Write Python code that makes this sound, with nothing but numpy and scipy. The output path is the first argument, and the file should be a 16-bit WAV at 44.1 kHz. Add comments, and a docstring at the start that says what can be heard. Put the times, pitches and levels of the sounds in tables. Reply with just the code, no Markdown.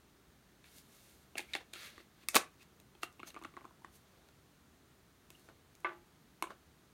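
"""A small filled plastic tub clicks as hands press on its thin lid and turn it, close to a phone in a small quiet room.
Each click is decaying modes of belly, wall and rim plus a noise crack in the treble and a crackling tail.
Skin and lid rub: uneven noise slips drive the rim and wall modes and hiss; narrow noise squeaks swell briefly.
One duller knock from further off rings longer modes; steady coloured noise is the still air and microphone hiss."""
import sys
import numpy as np
from scipy import signal
from scipy.fft import rfft, irfft
from scipy.io import wavfile
from scipy.ndimage import uniform_filter1d

SR = 44100
rng = np.random.default_rng(int(sys.argv[2]) if len(sys.argv) > 2 else 0)


def to_wav(s):
    """Save 16-bit WAV."""
    ch = np.atleast_2d(s).T  # columns
    pcm = np.round(np.clip(ch, -1, 1) * 32767)  # PCM
    wavfile.write(sys.argv[1], SR, pcm.astype(np.int16))


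N = 305601

# tub wall modes: pitch_hz, level_db, t60_s
WALL_MODES = [(650, -11, 0.029), (734, -8.5, 0.028), (932, -8.5, 0.014), (1136, -8.5, 0.019),
              (1440, -10, 0.021), (1547, -4, 0.009)]
# tub rim modes: pitch_hz, level_db, t60_s
RIM_MODES = [(1787, -13, 0.019), (2249, -8.5, 0.022), (2734, -10.5, 0.032), (3532, -6.5, 0.0075),
             (4300, -9, 0.0086)]
ONSET_S = .0003  # time constant of a mode's attack


def undb(db):
    """Amplitude from dB."""
    return 10 ** (np.asarray(db) / 20)


def unit(x):
    """Scale to rms 1."""
    return x / np.sqrt(np.mean(x ** 2))


def peak_one(x):
    """Scale to peak 1."""
    return x / np.abs(x).max()


def band(x, lo_hz, hi_hz):
    """Butterworth band-pass."""
    return signal.sosfilt(signal.butter(2, [lo_hz, hi_hz], "band", fs=SR, output="sos"), x)


def fade(t, t60_s):
    """Exponential decay, 60 dB down at t60_s."""
    return np.exp(-np.log(1000) * t / t60_s)


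def add(out, at_s, x):
    """Mix a short sound in at a time."""
    i = int(at_s * SR)
    out[i:i + len(x)] += x[:N - i]


def tone(hz, t60_s, t):
    """The mode that the grip leaves free to lead: one decaying sine."""
    return fade(t, t60_s) * np.sin(2 * np.pi * hz * t) * (1 - np.exp(-t / ONSET_S))


def ring(modes, t, scatter_db=3.0, detune=.04):
    """One blow into a set of modes, peak 1; pitch and share shift a little each time."""
    hz, db, t60_s = np.transpose(modes)[:, :, None]
    share, bend = rng.standard_normal((2, len(modes), 1))
    sign = rng.choice([-1, 1], (len(modes), 1))
    level = sign * undb(db + scatter_db * share)
    x = level * fade(t, t60_s) * np.sin(2 * np.pi * hz * (1 + detune * bend) * t)
    return peak_one(x.sum(axis=0) * (1 - np.exp(-t / ONSET_S)))


def resonate(x, modes, damp):
    """Drive modes continuously, rms 1; touching fingers shorten the rings by the factor damp."""
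    t = np.arange(2048) / SR
    body = sum(undb(db) * fade(t, t60_s * damp) * np.sin(2 * np.pi * hz * t) for hz, db, t60_s in modes)
    return unit(signal.fftconvolve(x, body)[:N])


def air():
    """Still air and microphone hiss: white noise shaped by a fixed spectrum."""
    # spectrum: frequency_hz, relative_density_db
    spectrum = [(12, -43.5), (32, -16), (55, -4), (77, 0), (107, -7), (134, -2), (198, -4.5), (422, -9.5),
                (527, -17), (607, -15.5), (1000, -18.5), (1190, -17.5), (2020, -20.5), (12100, -31),
                (16000, -30.5)]
    rms_db = -65
    hz, db = np.transpose(spectrum)
    f = np.arange(N // 2 + 1) * SR / N + 1  # 1 Hz up keeps log finite
    gain = undb(np.interp(np.log(f), np.log(hz), db))
    return undb(rms_db) * unit(irfft(rfft(rng.standard_normal(N)) * gain, N))


def room(x):
    """Dense reflections of a small furnished room; the treble dies first."""
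    t60_s, treble_t60_s, gap_s, level_db = 0.22, .14, 0.0027, -18.5
    t = np.arange(SR // 3) / SR
    low = band(rng.standard_normal(len(t)), 100, 3000)
    high = band(rng.standard_normal(len(t)), 3500, 16000)
    tail = (low * fade(t, t60_s) + 0.31 * high * fade(t, treble_t60_s)) * (t > gap_s)
    return undb(level_db) * signal.fftconvolve(x, tail / np.sqrt(np.sum(tail ** 2)))[:N]


def knock():
    """A hollow object is knocked further off: long-ringing modes and a rattling noise thud, dull on top."""
    # blows: start_s, level_db
    blows = [(5.8461, -25)]
    # object modes: pitch_hz, level_db, t60_s
    modes = [(348.4, -6, 0.38), (373, -8, 0.33), (638, -13.5, 0.31), (843, -18, 0.52), (1007, 2, 0.091),
             (1170, 3, 0.16), (1502, 2.5, .12), (1752, -3.5, 0.16), (1980, 2.5, 0.067), (2154, 6, 0.038),
             (2290, -8, 0.087), (2630, -3, 0.046), (3130, -11, 0.073)]
    thud_db, thud_t60_s = -15.5, 0.26
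    out, t = np.zeros(N), np.arange(SR // 2) / SR
    for start_s, level_db in blows:
        impulse_size = undb(2.3 * rng.standard_exponential(len(t)))
        rattle = rng.standard_normal(len(t)) * impulse_size * (rng.random(len(t)) < .1)
        thud = unit(band(band(rattle, 580, 2200), 400, 3300)) * fade(t, thud_t60_s)
        add(out, start_s, undb(level_db) * (ring(modes, t, 1.5, 0.0018) + undb(thud_db) * thud))
    return out


def squeaks():
    """A slipping finger squeaks: narrow, rough noise whistles that swell and fade."""
    # squeaks: centre_s, half_amplitude_length_s, pitch_hz, level_db (rms ahead of the swell)
    table = [(.648, .015, 2300, -64), (1.5, .045, 2300, -63), (2.615, .03, 2600, -67),
             (3.282, .03, 6300, -60), (5.353, .015, 2800, -63)]
    out = np.zeros(N)
    for centre_s, length_s, hz, level_db in table:
        size = int(length_s * 2 * SR)
        whistle = unit(band(rng.standard_normal(size), .95 * hz, 1.05 * hz))
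        add(out, centre_s - length_s, undb(level_db) * whistle * np.hanning(size))
    return out


def rubs():
    """Dense uneven slips of skin and lid shake the rim and wall and hiss in the treble."""
    # rubs: full_pressure_s, rise_s (20 dB), hold_s, fall_s (20 dB),
    # level_db, treble_db (re level), wall_db (re level)
    table = [(.655, .02, .01, .1, -67, -8, -15), (.77, .12, .02, .06, -68, 6, -10),
             (.93, .15, .18, .3, -71, 3, -7), (1.377, .015, .01, .06, -53, -3, -5),
             (1.5, .08, .03, .02, -69, -3, -8), (1.555, .03, .01, .025, -49, -14, -4),
             (1.61, .04, .005, .025, -62, -20, 3), (1.742, .008, .03, .2, -56, -9, -15),
             (1.83, .1, .045, .06, -55, -7, -18), (1.97, .1, .04, .05, -66, -14, -6),
             (2.235, .1, .003, .02, -65, -10, -12), (2.358, .014, .008, .02, -27, -4, 1),
             (2.622, .05, .003, .03, -63, -6, -12), (3.032, .01, .002, .025, -46, -6, -6),
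             (3.274, .02, .01, .04, -56, -1, -3), (3.954, .05, .005, .05, -70, 6, -12),
             (4.05, .1, .25, .1, -78, -8, 4), (5.32, .02, .15, .05, -77, 2, -5),
             (5.494, .04, .003, .04, -72, -15, 10), (6.507, .02, .003, .04, -64, -10, 12)]
    rim_ring, damp = .7, .4
    lo_hz, mid_hz, hi_hz = 1150, 3900, 14000
    t = np.arange(N) / SR
    slip_size = undb(3.1 * rng.standard_exponential(N)) * (rng.random(N) < .03)
    roughness = uniform_filter1d(slip_size + .3, 40)
    slips, skin = rng.standard_normal((2, N)) * roughness
    rim = unit(rim_ring * resonate(slips, RIM_MODES, damp) + unit(band(slips, lo_hz, mid_hz)))
    wall = resonate(slips, WALL_MODES, damp)
    hiss = unit(band(skin, mid_hz, hi_hz))
    out = np.zeros(N)
    for full_s, rise_s, hold_s, fall_s, level_db, treble_db, wall_db in table:
        before, after = np.maximum(full_s - t, 0), np.maximum(t - full_s - hold_s, 0)
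        pressure_db = -20 * (before / rise_s + after / fall_s)
        out += undb(level_db + pressure_db) * (rim + undb(treble_db) * hiss + undb(wall_db) * wall)
    return out


def clicks():
    """The lid lip snaps over the rim: belly, wall, rim and treble crack answer, each with its own share."""
    # clicks: start_s, wall_db, rim_db, crack_db, wall_pitch_hz, rim_pitch_hz
    table = [(0.642, -62, -49, -60, 980, 2560), (0.7836, -75, -54, -46.5, 1210, 3680),
             (1.3555, -36, -32.5, -50, 720, 2720), (1.372, -57, -37.5, -55, 680, 2070),
             (1.3806, -50, -26.5, -28, 930, 2600), (1.3838, -56, -28.5, -30, 785, 2420),
             (1.3934, -37, -28.5, -46, 824, 2350), (1.4039, -47.5, -36, -51, 730, 2420),
             (1.535, -55, -29, -34, 1410, 2510), (1.539, -65, -27, -56, 760, 3800),
             (1.5515, -33.5, -24, -32, 780, 2000), (1.5629, -41, -36, -44, 750, 1860),
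             (1.733, -56, -45, -46, 700, 3870), (1.7359, -53, -35, -35, 1450, 3700),
             (1.759, -51, -40, -57, 1350, 2790), (1.98, -47, -44, -55.5, 1170, 1880),
             (2.0025, -54, -51, -59.5, 1340, 1960), (2.2358, -61, -51, -60, 1090, 2410),
             (2.2861, -39.5, -25.5, -18, 1210, 2220), (2.3457, -28, -25, -23, 1400, 1880),
             (2.3543, -30.5, -33, -9.5, 1260, 2120), (2.3615, -18.5, -12.5, -24.5, 1060, 2280),
             (2.3658, -13.5, -22, -12.5, 1146, 2340), (2.6288, -64, -61, -52, 1110, 2650),
             (2.8001, -62, -55.5, -47.5, 670, 3830), (2.9514, -60.5, -54.5, -62, 815, 3270),
             (3.02, -65, -71, -50.5, 1170, 2330), (3.0325, -30, -29, -31.5, 1236, 2730),
             (3.1265, -74.5, -77, -55, 1300, 1940), (3.1953, -51.5, -44.5, -58.5, 850, 2680),
             (3.2006, -44.5, -40, -55.5, 1090, 2700), (3.2317, -36.5, -36, -52.5, 1286, 2260),
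             (3.304, -77, -47, -50, 860, 2780), (3.344, -48.5, -48, -51, 1220, 2500),
             (3.353, -54, -45, -65, 1130, 2150), (3.3642, -38.5, -41, -57, 1160, 2500),
             (3.371, -37.5, -42, -75, 1185, 1750), (3.3905, -55, -58, -56, 1100, 2010),
             (3.4156, -45, -47, -64, 990, 2570), (3.4246, -44, -53, -53.5, 1160, 2680),
             (3.4375, -49, -48, -48, 1200, 2090), (3.4475, -40.5, -39, -48, 1350, 1970),
             (3.4512, -37, -39, -48.5, 1200, 2700), (3.54, -52, -49, -73.5, 1140, 2200),
             (3.5678, -40, -40.5, -54, 1150, 2000), (3.5735, -37, -53, -66, 1100, 1820),
             (3.6098, -54, -51, -66, 1150, 2230), (3.616, -46, -61, -77, 1090, 1890),
             (3.6451, -46, -52, -65, 1040, 2540), (3.6525, -40, -51, -56.5, 1080, 2430),
             (3.7091, -49, -74, -88, 1000, 3370), (3.8209, -56, -80, -64.5, 956, 3230),
             (3.8469, -39, -39.5, -53, 1083, 1830), (4.2877, -65, -56.5, -56, 920, 1820),
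             (5.3036, -55, -50, -42, 974, 2765), (5.396, -76.5, -76.5, -55, 840, 2160),
             (5.488, -50.5, -49, -57.5, 1470, 1756), (5.752, -74.5, -59.5, -49, 920, 2230),
             (5.8036, -76, -67.5, -51.5, 664, 2390), (5.9207, -45, -54, -78, 1060, 1735),
             (6.4244, -25, -26, -27, 1030, 2710), (6.4409, -29, -37, -49.5, 1050, 2300),
             (6.4715, -41, -45, -61, 1020, 2300), (6.5052, -37, -42, -54, 1120, 1700)]
    # belly modes: pitch_hz, level_db, t60_s
    belly_modes = [(200, -12, 0.027), (280, -7, 0.04), (352, -1, 0.037), (382, -10, 0.0067)]
    # treble modes of the crack: pitch_hz, level_db, t60_s
    sheen_modes = [(6700, -3, .006), (8500, -6, .005), (11500, -5, .005)]
    wall_t60_s, rim_t60_s, crack_t60_s = .019, .009, .007
    settle_t60_s, settle_db = 0.16, -24
    crack_lo_hz, crack_top_hz, crack_hz_per_db = 3300, 11500, 400
    out, t = np.zeros(N), np.arange(8192) / SR
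    for start_s, wall_db, rim_db, crack_db, wall_hz, rim_hz in table:
        # a soft fingertip gives little crack, loads the wall slowly and wakes few rim modes
        soft = np.clip((wall_db - crack_db) / 20, .02, 1)
        load_s = .0012 * soft
        # the belly grows slowly with the blow; light hard ticks barely move it
        mean_blow_db = (wall_db + rim_db) / 2
        hardness_db = max(crack_db - wall_db, 0)
        belly_db = min(-45 + .55 * (mean_blow_db + 38), wall_db + 4 - .5 * hardness_db)
        belly = ring(belly_modes, t)
        wall = peak_one(tone(wall_hz, wall_t60_s, t) + .4 * ring(WALL_MODES, t))
        rim = peak_one(tone(rim_hz, rim_t60_s, t) + (.8 - 1.2 * soft) * ring(RIM_MODES, t))
        # the crack reaches higher the more it stands above the rim
        top_hz = np.clip(crack_top_hz + crack_hz_per_db * (crack_db - rim_db), 8500, 15500)
        burst = rng.standard_normal(len(t)) * fade(t, crack_t60_s)
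        hiss = peak_one(band(burst, crack_lo_hz, top_hz))
        crack = peak_one(hiss + .25 * ring(sheen_modes, t))
        # the thin plastic crackles on as it settles, in the bands that were struck
        grit = rng.standard_normal(len(t)) * undb(2.5 * rng.standard_exponential(len(t)))
        shares = ((wall_db, .6 * wall_hz, 1.6 * wall_hz),
                  (rim_db, 1700, 4200 - 1200 * soft),
                  (crack_db, 4000, 10000))
        settle = sum(undb(db + settle_db) * unit(band(grit, lo_hz, hi_hz)) for db, lo_hz, hi_hz in shares)
        settle = settle * fade(t, settle_t60_s)
        blow = undb(belly_db) * belly + undb(wall_db) * wall + undb(rim_db) * rim
        add(out, start_s - load_s, (blow + settle) * (1 - np.exp(-t / load_s)))
        add(out, start_s, undb(crack_db) * crack)
    return out


def scene():
    """Tub and knock in the room, over the still air."""
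    # small objects radiate hardly any bass
    near = band(clicks() + rubs() + squeaks() + knock(), 200, 19000)
    return (near + room(near) + air())[None]


def record(dry):
    """A short inverted echo in the microphone port combs the spectrum; the phone cuts the top."""
    port_echo_hz, port_echo_db, top_hz = 2600, -18, 15900
    lag = int(round(SR / port_echo_hz))
    combed = dry - undb(port_echo_db) * np.roll(dry, lag, axis=1)
    return signal.sosfilt(signal.ellip(8, .2, 60, top_hz, fs=SR, output="sos"), combed)


dry = scene()
out = record(dry)
to_wav(out)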